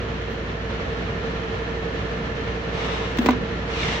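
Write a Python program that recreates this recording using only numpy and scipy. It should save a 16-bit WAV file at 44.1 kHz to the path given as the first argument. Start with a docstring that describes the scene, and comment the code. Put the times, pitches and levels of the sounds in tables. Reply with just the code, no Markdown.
"""In a room, close to a refrigerated cold plate for rolled ice cream, on a stereo pair of microphones.
The compressor hums; the cooling fan throbs, blows air and sets the sheet-metal casing buzzing.
A steel scraper creeps hissing over the frost and pushes through to finish a roll. It knocks
against the pan in a quick cluster, then is drawn back with a sinking stick-slip rasp."""
import sys
import numpy as np
from scipy import signal
from scipy.fft import rfft, irfft
from scipy.io import wavfile

SR = 44100
rng = np.random.default_rng(int(sys.argv[2]) if len(sys.argv) > 2 else 0)


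def bounce(signal):
    """Save signal as a 16-bit WAV file at the path given by the first command-line argument."""
    frames = np.transpose(np.atleast_2d(signal))
    limited = np.clip(frames, -1, 1)
    pcm = np.round(limited * 32767).astype(np.int16)
    wavfile.write(sys.argv[1], SR, pcm)


N = 176400
TIME, FREQS = np.arange(N) / SR, np.fft.rfftfreq(N, 1 / SR)


def amp(db):
    """Decibels to gain."""
    return 10 ** (np.asarray(db) / 20)

def unit(x):
    """Scales to rms 1."""
    return x / np.sqrt(np.mean(x ** 2) + 1e-20)

def read(points, hz):
    """Reads a table on a log-frequency axis."""
    freqs, values = np.transpose(points)
    return np.interp(np.log(hz + 1), np.log(freqs + 1), values)

def colour(x, points, tilt_db=0):
    """Gives a sound a spectrum, tilted per octave, at rms 1."""
    hz = np.fft.rfftfreq(x.shape[-1], 1 / SR)
    gain = amp(read(points, hz) + tilt_db * np.log2(hz + 1))
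    return unit(irfft(rfft(x) * gain, x.shape[-1]))

def drift(rate_hz):
    """Slow random movement up to about a rate, at rms 1."""
    return unit(irfft(rfft(rng.standard_normal(N)) * bell(FREQS, 0, rate_hz) * (FREQS > 0), N))

def bell(x, centre, width):
    """A Gaussian hump of height 1."""
    return np.exp(-((x - centre) / width) ** 2)

def decay(t, t60):
    """Falls 60 dB in t60 seconds."""
    return np.exp(-np.log(1000) * t / t60)

def grains(per_s):
    """Sparse random clicks, of a different size in each channel."""
    return rng.standard_normal((2, N)) * (rng.random(N) < per_s / SR)

def band(x, centre_hz, width_hz):
    """A sound through one fixed resonance, at rms 1."""
    return unit(irfft(rfft(x) / (1 + 1j * (FREQS - centre_hz) / width_hz) ** 2, N))

def bumps(x, peaks):
    """Lifts or lowers narrow bands of a sound."""
    gain_db = sum(db * bell(FREQS, centre, width) for centre, width, db in peaks)
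    return irfft(rfft(x) * amp(gain_db), N)

def panned(x, left_db):
    """Leans a sound to the left or right microphone."""
    return x * amp([[left_db / 2], [-left_db / 2]])

def add(mix, s, sound):
    """Mixes a sound in at a time."""
    part = mix[:, round(s * SR):][:, :sound.shape[-1]]
    part += sound[..., :part.shape[1]]


# fan tones at each microphone, before vent and swell (multiple of turning rate, left [dB], right [dB])
FAN_TONES = [(22, -57, -54), (36, -55, -51), (39, -41, -39), (40, -41, -38), (41, -57, -44), (42, -45, -49),
             (43, -52, -45), (45, -57, -48), (46, -56, -55), (48, -53, -49), (52, -54, -46), (58, -52, -44),
             (60, -56, -58), (83, -61, -58), (87, -59, -58), (96, -57, -53), (117, -52, -51),
             (118, -48, -56), (119, -58, -52), (120, -49, -45), (148, -55, -65), (150, -56, -52),
             (151, -58, -59), (153, -60, -57), (155, -56, -56), (158, -60, -53), (162, -72, -57),
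             (183, -65, -57)]
# how much of the tones leaves the cabinet (frequency [Hz], gain [dB])
FAN_VENT = [(250, 7.5), (450, 1), (600, -4.5), (1300, -4.5), (1800, 6)]
# swell of the tones alone (time [s], level [dB])
FAN_SWELL = [(0, -7), (.5, -2), (1, -0.5), (1.7, 0.5), (2.5, -0.5), (4, -1)]

def fan(turn_hz=11.4757, wander=0.00042, flutter=0.23, spread_hz=900, gain_db=0.5):
    """Multiples of the turning rate beat into a throb; higher ones reach the microphones out of step."""
    turns = turn_hz * np.cumsum(1 + wander * drift(2.5)) / SR
    out = np.zeros((2, N))
    for order, left_db, right_db in FAN_TONES:
        phase = 2 * np.pi * (order * turns + rng.random())
        apart = rng.choice([-1, 1]) * min((order * turn_hz / spread_hz) ** 2, 2)
        level = amp(read(FAN_VENT, order * turn_hz)) * (1 + flutter * drift(6.9))
        out += level * np.array([amp(left_db) * np.sin(phase), amp(right_db) * np.sin(phase + apart)])
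    return np.sqrt(2) * amp(gain_db + np.interp(TIME, *np.transpose(FAN_SWELL))) * out


# likeness of room noise at the two microphones (frequency [Hz], correlation)
PAIR_LIKENESS = [(60, .99), (150, .975), (300, .83), (600, .48), (1200, .05), (2500, 0)]
# its balance across the pair (frequency [Hz], left minus right [dB])
PAIR_BALANCE = [(60, -3.5), (150, 0), (380, -4.5), (950, -3), (1900, -2), (2600, 0), (4500, 2.5),
                (6500, -1.5), (9000, -26), (15000, 7.5)]

def diffuse():
    """Noise as the pair hears it in the room: alike in the bass, unrelated in the treble."""
    shared, separate = rfft(rng.standard_normal((2, N)))
    same, lean = np.clip(read(PAIR_LIKENESS, FREQS), -1, 1), amp(read(PAIR_BALANCE, FREQS) / 2)
    right = same * shared + np.sqrt(1 - same ** 2) * separate
    return irfft(np.array([shared * lean, right / lean]), N)


# rush of air beside the machine (frequency [Hz], relative density [dB])
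AIR_SPECTRUM = [(20, -20.5), (35, -16.5), (52, -8.5), (75, 1.5), (120, 1), (190, -0.5), (250, -3.5),
                (310, -5.5), (400, -3), (490, -5.5), (600, -6.5), (800, -11.5), (1300, -10.5),
                (2100, -13.5), (3200, -16.5), (3700, -22.5), (4050, -21.5), (4750, -26.5), (5250, -31),
                (5900, -29.5), (7200, -41), (8500, -64.5), (10500, -83), (16000, -82)]

def air(level_db=-30, flicker_db=0.82):
    """Air rushes through the condenser."""
    return amp(level_db + flicker_db * drift(25)) * colour(diffuse(), AIR_SPECTRUM)


# resonances of the casing (frequency [Hz], width [Hz], level [dB])
CASING_MODES = [(1760, 50, -49), (1930, 90, -53), (2085, 83, -61)]

def casing(turn_hz=11.4757, peak_s=0.046, sharpness=0.8):
    """Sheet metal buzzes on every turn of the fan."""
    push = abs(np.cos(np.pi * turn_hz * (TIME - peak_s))) ** sharpness
    drive = diffuse() * push
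    return sum(amp(db) * band(drive, hz, width) for hz, width, db in CASING_MODES)


# compressor, mains and cabinet hum (frequency [Hz], level [dB])
HUM_TONES = [(41.9, -51.5), (58.08, -34.5), (78.1, -56.5), (100.0, -46.5), (116.2, -45.5), (158.1, -48),
             (174.2, -42.5), (180.0, -47), (208.2, -52), (232.3, -48)]

def compressor(flutter=0.11, left_lead_rad=0.049):
    """The compressor hums in low, slightly fluttering tones, almost the same at both microphones."""
    lead, out = np.array([[left_lead_rad], [0]]), np.zeros((2, N))
    for hz, db in HUM_TONES:
        level = amp(db) * (1 + flutter * drift(21))
        out += level * np.sin(2 * np.pi * (hz * TIME + rng.random()) + lead)
    return np.sqrt(2) * out


# swells of thin, gritty sizzle (time [s], width [s], level [dB])
SIZZLES = [(.32, .03, -64), (3.23, 0.048, -52.5)]
# their spectrum (frequency [Hz], relative density [dB])
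SIZZLE_SPECTRUM = [(500, -29), (3000, -5), (7000, 1.5), (10500, -4), (12000, -18), (14800, 13), (16000, -4)]

def sizzles(grains_per_s=9100):
    """A very faint, brief high sizzle near the start; a stronger one at 3.23 s as the edge skids."""
    swells = sum(amp(db) * bell(TIME, s, width) for s, width, db in SIZZLES)
    return swells * colour(grains(grains_per_s), SIZZLE_SPECTRUM)


# strokes over the plate (start [s], length [s], rise [s], fall [s], level [dB], tilt [dB/octave])
STROKES = [(.68, 6.1, 0.022, .05, -40.5, -2.5), (2.674, 0.6, 0.14, 0.34, -30, -1),
           (3.207, 0.14, 0.011, 0.009, -30, -3.5), (3.652, 0.41, .18, 0.13, -28, 1)]
# steel sliding on frost (frequency [Hz], relative density [dB])
SCRAPE_SPECTRUM = [(100, -25.5), (300, 4), (600, 1), (1000, 3.5), (1600, -2), (2400, 0.5), (3500, -3),
                   (5000, -11), (6500, -15.5), (8000, -31), (10500, -59.5), (16000, -62.5)]
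# resonances of blade and plate under the sliding edge (frequency [Hz], width [Hz], gain [dB])
SCRAPE_PEAKS = [(1240, 46, 4.5), (1770, 60, 5), (2120, 63, 5), (2450, 73, -1.5), (2850, 20, 9),
                (3495, 60, 3.5), (3820, 35, 7), (5630, 200, 3.5)]

def scraper(cracks_per_s=900, crack_gain=0.25, judder_db=0.45):
    """Steel slides over the frozen plate: a hiss with tiny cracks of frost."""
    out = np.zeros((2, N))
    for start, length, rise, fall, db, tilt_db in STROKES:
        shape = np.clip((TIME - start) / rise, 0, 1) * np.clip((start + length - TIME) / fall, 0, 1)
        cracks = crack_gain * unit(grains(cracks_per_s))
        level = amp(db + judder_db * drift(50))
        out += shape * level * colour(diffuse() + cracks, SCRAPE_SPECTRUM, tilt_db)
    return panned(bumps(out, SCRAPE_PEAKS), left_db=1)


# rumbles of the pan under the hand (time [s], width [s], level [dB], frequency [Hz])
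RUMBLES = [(2.4, 0.25, -35, 112), (3.41, 0.052, -29.5, 190), (3.87, 0.032, -25.5, 148)]

def rumbles(width_hz=34):
    """The pan rumbles softly as the hand shifts the blade."""
    rub = diffuse()
    return sum(amp(db) * bell(TIME, s, width) * band(rub, hz, width_hz) for s, width, db, hz in RUMBLES)


def ringing(modes, t):
    """Dying partials of something struck; neighbouring modes swing in opposite directions."""
    return sum((-1) ** k * amp(db) * decay(t, t60) * np.sin(2 * np.pi * hz * t)
               for k, (hz, db, t60) in enumerate(modes))

# knocks (time [s], pan thud gain [dB], blade clack gain [dB], edge tick gain [dB], pan pitch ratio)
KNOCKS = [(3.172, -47, -32, -27, .96), (3.1853, -25, -21, -20, .96), (3.1885, -12.5, -27, -25, .96),
          (3.2465, -21, -36, -36, .96), (3.2599, -19.5, -13, -17, 1), (3.2648, -21, -22, -22, 1),
          (3.2864, -11.5, -4.5, -23, 1), (3.2904, -16, -14.5, -23.5, 1), (3.3066, -28, -22, -23, 1)]
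# modes of the pan, and of the blade pressed on it (frequency [Hz], relative level [dB], t60 [s])
PAN_MODES = [(165, -15, .07), (247.5, 1, 0.145), (335, -4.5, 0.055), (450, -10, 0.071)]
BLADE_MODES = [(400, 1, 0.022), (590, -3, 0.025), (764, -3, 0.04), (990, 1, 0.031), (1190, -8, 0.035),
               (1495, -7, 0.028), (2019, -17, .11), (2170, -22, 0.06), (2430, -28, .1)]
# noise of the clack and of the tick (frequency [Hz], relative density [dB])
CLACK_SPECTRUM = [(50, -36), (150, -16), (350, 16), (720, 11), (1000, 8), (1500, -9), (2300, -11),
                  (4000, -32), (9000, -54), (16000, -75)]
TICK_SPECTRUM = [(200, -13), (1200, 4.5), (2600, 7), (4000, 2), (5200, -4.5), (7200, -8.5), (9500, -24),
                 (12500, -29), (14500, -12), (16000, -9)]

def knocks(rise_s=0.0008, grit_db=-7, low_cut_hz=116):
    """The blade hits the pan: the edge ticks, the blade clacks right of centre, the damped pan rings."""
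    t, out = np.arange(SR // 4) / SR, np.zeros((2, N))
    rise = np.minimum(t / rise_s, 1)
    for s, thud_db, clack_db, tick_db, pitch in KNOCKS:
        grit = colour(rng.standard_normal((2, len(t))), CLACK_SPECTRUM) * decay(t, t60=0.025)
        tick = colour(rng.standard_normal((2, len(t))), TICK_SPECTRUM) * decay(t, t60=0.031)
        clack = ringing(BLADE_MODES, t) / 2 + amp(grit_db) * grit
        thud = ringing(PAN_MODES, pitch * t)
        add(out, s, rise * panned(amp(thud_db) * thud + amp(tick_db) * tick, left_db=1))
        add(out, s, rise * panned(amp(clack_db) * clack, left_db=-5.5))
    # the knocks carry little bass
    return signal.lfilter(*signal.butter(2, low_cut_hz, "highpass", fs=SR), out)


def room(x, t60=0.25, gain_db=-14, delay_s=0.0096, dull_hz=5000):
    """The room returns a short, dull tail of sparse reflections to the microphones."""
    t = np.arange(SR // 2) / SR
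    taps = rng.standard_normal((2, len(t))) * (rng.random((2, len(t))) < 0.1)
    taps *= (t > delay_s) * decay(t, t60)
    tail = signal.lfilter(*signal.butter(2, dull_hz, fs=SR), taps / np.linalg.norm(taps[0]))
    return amp(gain_db) * signal.fftconvolve(x, tail, axes=1)[:, :N]


def resonate(x, hz, width_hz):
    """A resonance that follows a moving frequency."""
    carrier, r = np.exp(2j * np.pi * np.cumsum(hz) / SR), np.exp(-np.pi * width_hz / SR)
    return (carrier * signal.lfilter([(1 - r) ** 2], [1, -2 * r, r * r], x / carrier + 1e-18)).real

# the blade drawn back, right of centre (time [s], pitch [Hz], level [dB])
RASP_PATH = [(3.72, 2930, -42), (3.8, 2450, -42), (3.85, 2150, -40), (3.92, 1950, -42.5), (4, 1930, -40)]
# its bending modes (multiple of the pitch, width [Hz], gain [dB])
RASP_MODES = [(1, 240, 5.5), (1.6, 380, -3.5)]

def rasp(slips_per_s=700, spread_db=4, rise_s=0.03):
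    """The edge sticks and slips unevenly and rings the blade, whose pitch sinks as it unbends."""
    times, pitch, level_db = np.transpose(RASP_PATH)
    slips = amp(spread_db * rng.standard_normal(N)) * (rng.random(N) < slips_per_s / SR)
    drive = slips * rng.standard_normal((2, N))
    hz = np.interp(TIME, times, pitch)
    ring = sum(amp(db) * unit(resonate(drive, ratio * hz, width)) for ratio, width, db in RASP_MODES)
    shape = amp(np.interp(TIME, times, level_db)) * np.clip((TIME - times[0]) / rise_s, 0, 1)
    return panned(shape * ring, left_db=-3.5)


# fan, air and casing together at the microphones (time [s], level [dB])
COOLING_LEVEL = [(0, 0.5), (.3, -1), (.8, 0), (2.4, -0.3), (3.5, 0), (4, 0)]

def scene():
    """The running machine with the scraper at work on top; the knocks echo in the room."""
    cooling = (fan() + air() + casing()) * amp(np.interp(TIME, *np.transpose(COOLING_LEVEL)))
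    machine = cooling + compressor()
    hits = knocks()
    return machine + scraper() + rasp() + sizzles() + rumbles() + hits + room(hits)


# narrow dips of the microphone ports (frequency [Hz], width [Hz], gain [dB])
PORT_DIPS = [(4520, 35, -3), (4705, 38, -10), (4900, 42, -6.5), (6490, 45, -4)]

def record(dry):
    """The colour of the microphone ports, then the recorder's band limit."""
    band_limit = signal.firwin(511, cutoff=15900, window=("kaiser", 9), fs=SR)
    return signal.oaconvolve(bumps(dry, PORT_DIPS), band_limit[None], "same")


dry = scene()
out = record(dry)
bounce(out)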